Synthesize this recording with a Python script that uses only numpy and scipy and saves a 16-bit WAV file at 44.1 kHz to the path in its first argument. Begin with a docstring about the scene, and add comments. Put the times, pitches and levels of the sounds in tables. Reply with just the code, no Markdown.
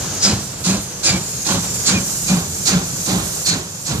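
"""Beside a railway track, a steam locomotive rolls slowly past a few metres away.
Its open cylinder drains hiss throughout, with a sweeping colour as the hiss mixes with its reflection.
Underneath, the running gear rumbles and steam rushes along the ground. About two and a half times
a second comes a chuff: a sharp jet of steam that widens into a roar and makes the chimney boom.
With some chuffs, steam whistles briefly at narrow gaps."""
import sys
import numpy as np
from scipy import signal
from scipy.fft import rfft, irfft
from scipy.io import wavfile
from scipy.ndimage import map_coordinates

SR = 44100
rng = np.random.default_rng(int(sys.argv[2]) if len(sys.argv) > 2 else 0)


def transcribe(signal):
    """Save signal, clipped to [-1, 1], as a 16-bit WAV file at the path in sys.argv[1]."""
    frames = np.atleast_2d(signal).T
    limited = np.clip(frames, -1, 1)
    pcm = np.round(limited * 32767).astype(np.int16)
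    wavfile.write(sys.argv[1], SR, pcm)


N = 176400
T = np.arange(N) / SR

# The chuffs. Each row: start in seconds, jet level in dB, jet length factor, roar level in dB,
# boom level in dB, boom delay in seconds, boom length factor, boom pitch in Hz, thump level in dB.
CHUFFS = [ (0.214, -14.5, 1.37, -22, -20, .040, 1.34, 200, -22.5),
          (0.635, -18, 1.9, -23.5, -15.5, 0.028, 0.95, 193.5, -26.5),
          (1.028, -13.5, 1.5, -23, -13, 0.086, 0.41, 179.4, -28),
          (1.445, -19, 2, -21, -19.5, 0.041, 1.05, 184.3, -23),
          (1.85, -14, 1.08, -22.5, -15.5, 0.049, 1.03, 183.2, -20),
          (2.263, -20, 1.0, -22, -9.5, 0.033, 0.68, 180, -28),
          (2.65, -13, 0.77, -21.5, -13, 0.073, 0.67, 183.7, -27),
          (3.048, -23, 2, -19.5, -18, 0.036, 1.26, 178, -23),
          (3.451, -16.5, 1.23, -25, -22.5, 0.032, 1.26, 169.2, -30),
          (3.848, -22.5, 1.3, -26.5, -23, 0.023, 0.93, 153.4, -23.5)]
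# The sounds that never stop. Each row: time in seconds, then hiss, spray, rush and rumble levels in dB.
STEADY_LEVELS = [ (0, -28, -31.5, -28.5, -28.5), (.18, -25, -34, -30, -28.5),
                 (.48, -28.5, -37.5, -35.5, -35), (.7, -36, -31.5, -33.5, -31.5),
                 (.98, -30.5, -38.5, -35.5, -35), (1.12, -30.5, -36, -30, -25.5),
                 (1.35, -26, -32.5, -36, -33.5), (1.7, -24.5, -29.5, -31, -29),
                 (1.86, -23.5, -29.5, -30.5, -31), (1.94, -26, -36, -27, -32), (2.06, -24, -29, -34, -34),
                 (2.26, -24.5, -27.5, -32.5, -30), (2.47, -28.5, -33, -35.5, -30.5),
                 (2.64, -25, -27.5, -33.5, -31.5), (2.77, -27.5, -32.5, -31, -27),
                 (3.05, -25, -28.5, -34.5, -32), (3.2, -29, -29.5, -30, -27.5), (3.4, -26, -27, -33, -34.5),
                 (3.62, -33, -38.5, -36.5, -35), (3.8, -31, -35, -38.5, -37.5), (4, -34, -32.5, -40, -27)]
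# Where the engine is heard. Each row: time in seconds, lag of the left ear in milliseconds,
# and how much louder the right ear is, in dB for a pan of 1.
DIRECTION = [(0, 0.03, 0.7), (.7, 0.085, 1.4), (1.3, 0.084, 2), (2.2, .13, 2.5), (2.8, 0.19, 2.5),
             (4, 0.16, 2.5)]


def undb(db):
    """Turn decibels into a number to multiply by."""
    return 10 ** (np.asarray(db) / 20)


def curve(table, column):
    """One column of a table, joined by straight lines in time."""
    rows = np.array(table)
    return np.interp(T, rows[:, 0], rows[:, column])


def noise(spectrum):
    """Noise of standard strength, coloured by rows of frequency in Hz and relative level in dB."""
    hz, db = np.array(spectrum).T
    f = np.maximum(np.arange(N // 2 + 1) * SR / N, 1)
    octaves_outside = np.maximum(np.log2(hz[0] / f), 0) + np.maximum(np.log2(f / hz[-1]), 0)
    colour = undb(np.interp(np.log(f), np.log(hz), db) - 20 * octaves_outside)
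    x = irfft(rfft(rng.standard_normal(N)) * colour, N)
    return x / x.std()


def wander(rate_hz):
    """A smooth random wobble of about plus or minus 1, mostly slower than the given rate."""
    f = np.arange(N // 2 + 1) * SR / N
    x = irfft(rfft(rng.standard_normal(N)) / (1 + (f / rate_hz) ** 2), N)
    return x / x.std()


def phase(hz):
    """The growing angle of a wave at this pitch, from a random start."""
    return 2 * np.pi * (np.cumsum(hz + 0 * T) / SR + rng.random())


def resonance(hz, half_width_hz):
    """A breathy note, blown by swirling steam."""
    angle = phase(hz)
    return (wander(half_width_hz) * np.cos(angle) + wander(half_width_hz) * np.sin(angle)) / np.sqrt(2)


def envelope(start, rise, hold, decay, stretch=1):
    """Swell, hold and die away, with times in seconds; stretch multiplies hold and decay."""
    age = T - start
    swell = np.sin(np.pi / 2 * np.clip(age / rise, 0, 1))
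    return swell * np.exp(-np.maximum(age - rise - hold * stretch, 0) / (decay * stretch))


def delayed(x, ms, mode="mirror"):
    """The same sound a changing number of milliseconds later."""
    return map_coordinates(x, [(T - ms / 1000) * SR], order=3, mode=mode)


def place(x, pan):
    """Direct sound reaches the left ear later and weaker; more pan leans it further right."""
    lean_db = pan * curve(DIRECTION, 2) / 2
    return np.array([delayed(x, curve(DIRECTION, 1)) * undb(-lean_db), x * undb(lean_db)])


def spread(source, diffuse, pan):
    """Mix direct noise with a scattered (diffuse) share that is unrelated in the two ears."""
    lean_db = pan * curve(DIRECTION, 2) / 2
    scattered = np.array([source() * undb(-lean_db), source() * undb(lean_db)])
    return np.sqrt(1 - diffuse) * place(source(), pan) + np.sqrt(diffuse) * scattered


def drains():
    """Steam hisses from the cylinder drains with fine spray above it, and both are reflected."""
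    # The colours of hiss and spray. Each row: frequency in Hz, relative level in dB.
    hiss_colour = [(1500, -33), (2300, -10), (3200, -15.5), (4500, -4), (5500, -1), (6500, 6), (7400, 4.5),
                   (8300, -13.5), (10000, -11), (15000, -68)]
    spray_colour = [(3000, -14.5), (6000, 3.5), (8500, 9), (10000, 2), (12000, 3), (14500, -2)]
    outlet = lambda: noise(hiss_colour) + undb(-7) * resonance(hz=7160, half_width_hz=485)
    hiss = spread(outlet, diffuse=0.94, pan=0.074) * undb(curve(STEADY_LEVELS, 1) - 0.5)
    lean_db = 2 + 0.59 * curve(DIRECTION, 2)
    spray = np.array([noise(spray_colour) * undb(-lean_db), noise(spray_colour) * undb(lean_db)])
    spray *= undb(curve(STEADY_LEVELS, 2) + 1.5 * wander(11))
    reflected_share = 0.23
    flicker = undb(0.4 * wander(40))
    return (add_reflection(hiss + reflected_share * spray) + (1 - reflected_share) * spray) * flicker


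def add_reflection(ears):
    """A hard surface returns the hiss ever later, cancelling a set of pitches that slides down."""
    # The reflection's lag. Each row: time in seconds, delay at the left ear in milliseconds.
    lag = [(0, .16), (.5, .23), (1.14, .38), (1.58, .505), (2.01, .645), (2.3, .78), (2.6, .945),
           (3.1, 1.29), (3.45, 1.52), (4, 1.62)]
    left_ms = curve(lag, 1)
    out = []
    for x, ms, gain in zip(ears, (left_ms, left_ms + 0.3), undb([-5, -7.5])):
        out.append((x + gain * delayed(x, ms)) / np.hypot(1, gain))
    return np.array(out)


def ground_rush():
    """Steam rushes along the ground."""
    # The colour of the rush. Each row: frequency in Hz, relative level in dB.
    colour = [(150, -16), (300, -0.5), (450, 2.5), (700, -1.5), (1100, -3.5), (1600, -4.5), (2100, -10),
              (3000, -7.5), (6000, -7)]
    rush = spread(lambda: noise(colour), diffuse=0.59, pan=0.96)
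    return rush * undb(curve(STEADY_LEVELS, 3) + 0.96 * wander(21))


def running_gear():
    """The wheels and rods of the moving engine rumble."""
    # The colour of the rumble. Each row: frequency in Hz, relative level in dB.
    colour = [(20, -31), (32, -22), (45, -2), (60, -4.5), (85, 2.5), (125, 3.5), (185, 4), (240, -7.5),
              (400, -11), (1000, -36)]
    rumble = spread(lambda: noise(colour), diffuse=0.025, pan=0.3)
    return rumble * undb(curve(STEADY_LEVELS, 4) - 0.5 * wander(13))


def whistles():
    """Steam sings briefly and unsteadily at narrow gaps, sinking a little in pitch."""
    # Each row: start in seconds, length in seconds, pitch in Hz, width of its wobble in Hz, level in dB.
    notes = [ (.203, 0.023, 5000, 250, -21), (.224, 0.053, 5360, 504, -11), (0.647, .12, 2450, 159, -34),
             (1.05, .07, 4780, 252, -15), (1.055, 0.063, 2400, 200, -23), (1.116, 0.071, 2317, 110, -26),
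             (1.854, 0.047, 4250, 300, -18), (1.941, 0.052, 2387, 69, -20.5),
             (2.274, 0.051, 2410, 110, -25.5), (3.446, 0.105, 4250, 280, -18)]
    sag = 0.05  # share of its pitch that a whistle loses
    out = 0
    for start, length, hz, width, db in notes:
        progress = np.clip((T - start) / length, 0, 1)
        swell = np.sqrt(np.abs(np.sin(np.pi * progress)))
        pitch = hz * (1 - sag * (progress - 0.5)) + width / 2 * wander(width)
        out += undb(db) * swell * np.sin(phase(pitch))
    return place(out, pan=0.3)


def steam_jet():
    """Each chuff opens with a sharp jet and a lower rasp that is louder when the jet is."""
    # The colours of jet and rasp. Each row: frequency in Hz, relative level in dB.
    jet_colour = [(1500, -19), (3000, -11), (4200, 1.5), (5500, -0.5), (6700, 4.5), (7500, 4), (8200, -5.5),
                  (10000, -10.5), (12500, -25.5), (15000, -106)]
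    rasp_colour = [(700, -30), (1400, 4), (2000, -3), (2450, 2), (3000, -4.5), (4200, -1.5), (6500, -1),
                   (10000, -38)]
    average_db = np.mean([row[1] for row in CHUFFS])
    jet_level = rasp_level = 0
    for start, db, stretch, *_ in CHUFFS:
        jet_level += undb(db) * envelope(start + 0.00067, 0.022, 0.013, 0.041, stretch)
        rasp_db = -25.5 + 0.95 * (db - average_db)
        rasp_level += undb(rasp_db) * envelope(start + 0.0015, 0.054, 0.021, 0.049)
    jet = jet_level * spread(lambda: noise(jet_colour), diffuse=0.57, pan=2.1)
    rasp = rasp_level * spread(lambda: noise(rasp_colour), diffuse=0.62, pan=0.36)
    return jet + rasp


def exhaust():
    """Each blast leaves the chimney as a jet, then a throaty roar and a low thump."""
    # The chimney's upper notes. Each row: pitch in Hz, width in Hz, relative level in dB.
    notes = [(238.2, 210, -6.5), (326.5, 59, -10), (558, 24, -13), (773, 98, -13), (1069, 100, -16),
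             (1410, 130, -39.5)]
    # The colours of roar and thump. Each row: frequency in Hz, relative level in dB.
    roar_colour = [(150, -1), (260, -4), (380, 1.5), (480, -2.5), (760, -3), (1100, -2.5), (1550, -7.5),
                   (2000, -12.5), (4000, -6.5), (9000, -44)]
    thump_colour = [(25, -29), (50, -15), (80, -10), (125, -1.5), (170, -8), (260, -11), (600, -34)]
    roar_level = thump_level = 0
    for start, _, _, roar_db, *_, thump_db in CHUFFS:
        roar_level += undb(roar_db) * envelope(start + 0.0083, rise=0.058, hold=0.036, decay=0.06)
        thump_level += undb(thump_db) * envelope(start + 0.054, rise=0.039, hold=0.03, decay=0.053)
    ringing = sum(undb(db) * resonance(hz, width / 2) for hz, width, db in notes)
    throat = roar_level * place(ringing, pan=0.39)
    jet = steam_jet()
    roar = undb(-4) * roar_level * spread(lambda: noise(roar_colour), diffuse=0.1, pan=2.76)
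    thump = thump_level * spread(lambda: noise(thump_colour), diffuse=0.029, pan=0.36)
    gusts = undb(1.5 * wander(33))
    flicker = undb(1.2 * wander(70))
    return add_echoes(jet * flicker + roar * gusts) + (throat + thump) * gusts


def add_echoes(ears):
    """Shifting echoes from boiler and platform give every chuff its own hollow colour."""
    # Each row: starting delay in milliseconds, drift in milliseconds per second,
    # extra delay at the right ear in milliseconds, level in dB.
    echoes = [(2.6, .35, .25, -15.5), (6.1, -.5, 0.403, -11.5), (10.5, -.8, -0.295, -13)]
    out = ears
    for ms, drift, right_ms, db in echoes:
        lags = ms + drift * T + np.array([[0], [right_ms]])
        out = out + undb(db) * np.array([delayed(x, lag, "constant") for x, lag in zip(ears, lags)])
    return out / np.sqrt(1 + sum(undb(db) ** 2 for *_, db in echoes))


def squeal():
    """On the first chuff, steam squeals at several high pitches at once."""
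    # Each row: pitch in Hz, relative level in dB.
    notes = [(4610, -28), (4857, -24.5), (4972, -23), (5300, -27), (5464, -35)]
    tones = sum(undb(db) * np.sin(phase(hz * (1 + 0.0017 * wander(60)))) for hz, db in notes)
    return place(np.sqrt(2) * tones * envelope(start=0.22, rise=0.02, hold=0.025, decay=0.04), pan=0.3)


def chimney_boom():
    """The air inside the chimney booms unsteadily with every chuff."""
    out = 0
    for start, _, _, _, db, delay, stretch, hz, _ in CHUFFS:
        pitch = hz * (1 + 0.0462 * wander(31))
        tone = np.sin(phase(pitch)) * undb(2.5 * wander(45))
        breath = undb(-14) * resonance(hz, half_width_hz=87)
        out += undb(db) * envelope(start + delay, 0.02, 0.045, 0.042, stretch) * (tone + breath)
    return place(out, pan=0.05)


def scene():
    """All parts of the locomotive together."""
    chuffs = exhaust() + chimney_boom() + whistles() + squeal()
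    return chuffs + drains() + ground_rush() + running_gear()


def record(dry):
    """Thin the deepest bass, round off the highest peaks and cut the very top of the treble."""
    low_cut_hz, high_cut_hz = 31, 14550
    thinned = signal.sosfilt(signal.butter(4, low_cut_hz, "high", fs=SR, output="sos"), dry)
    return signal.sosfilt(signal.ellip(10, 0.2, 80, high_cut_hz, fs=SR, output="sos"), np.tanh(thinned))


dry = scene()
out = record(dry)
transcribe(out)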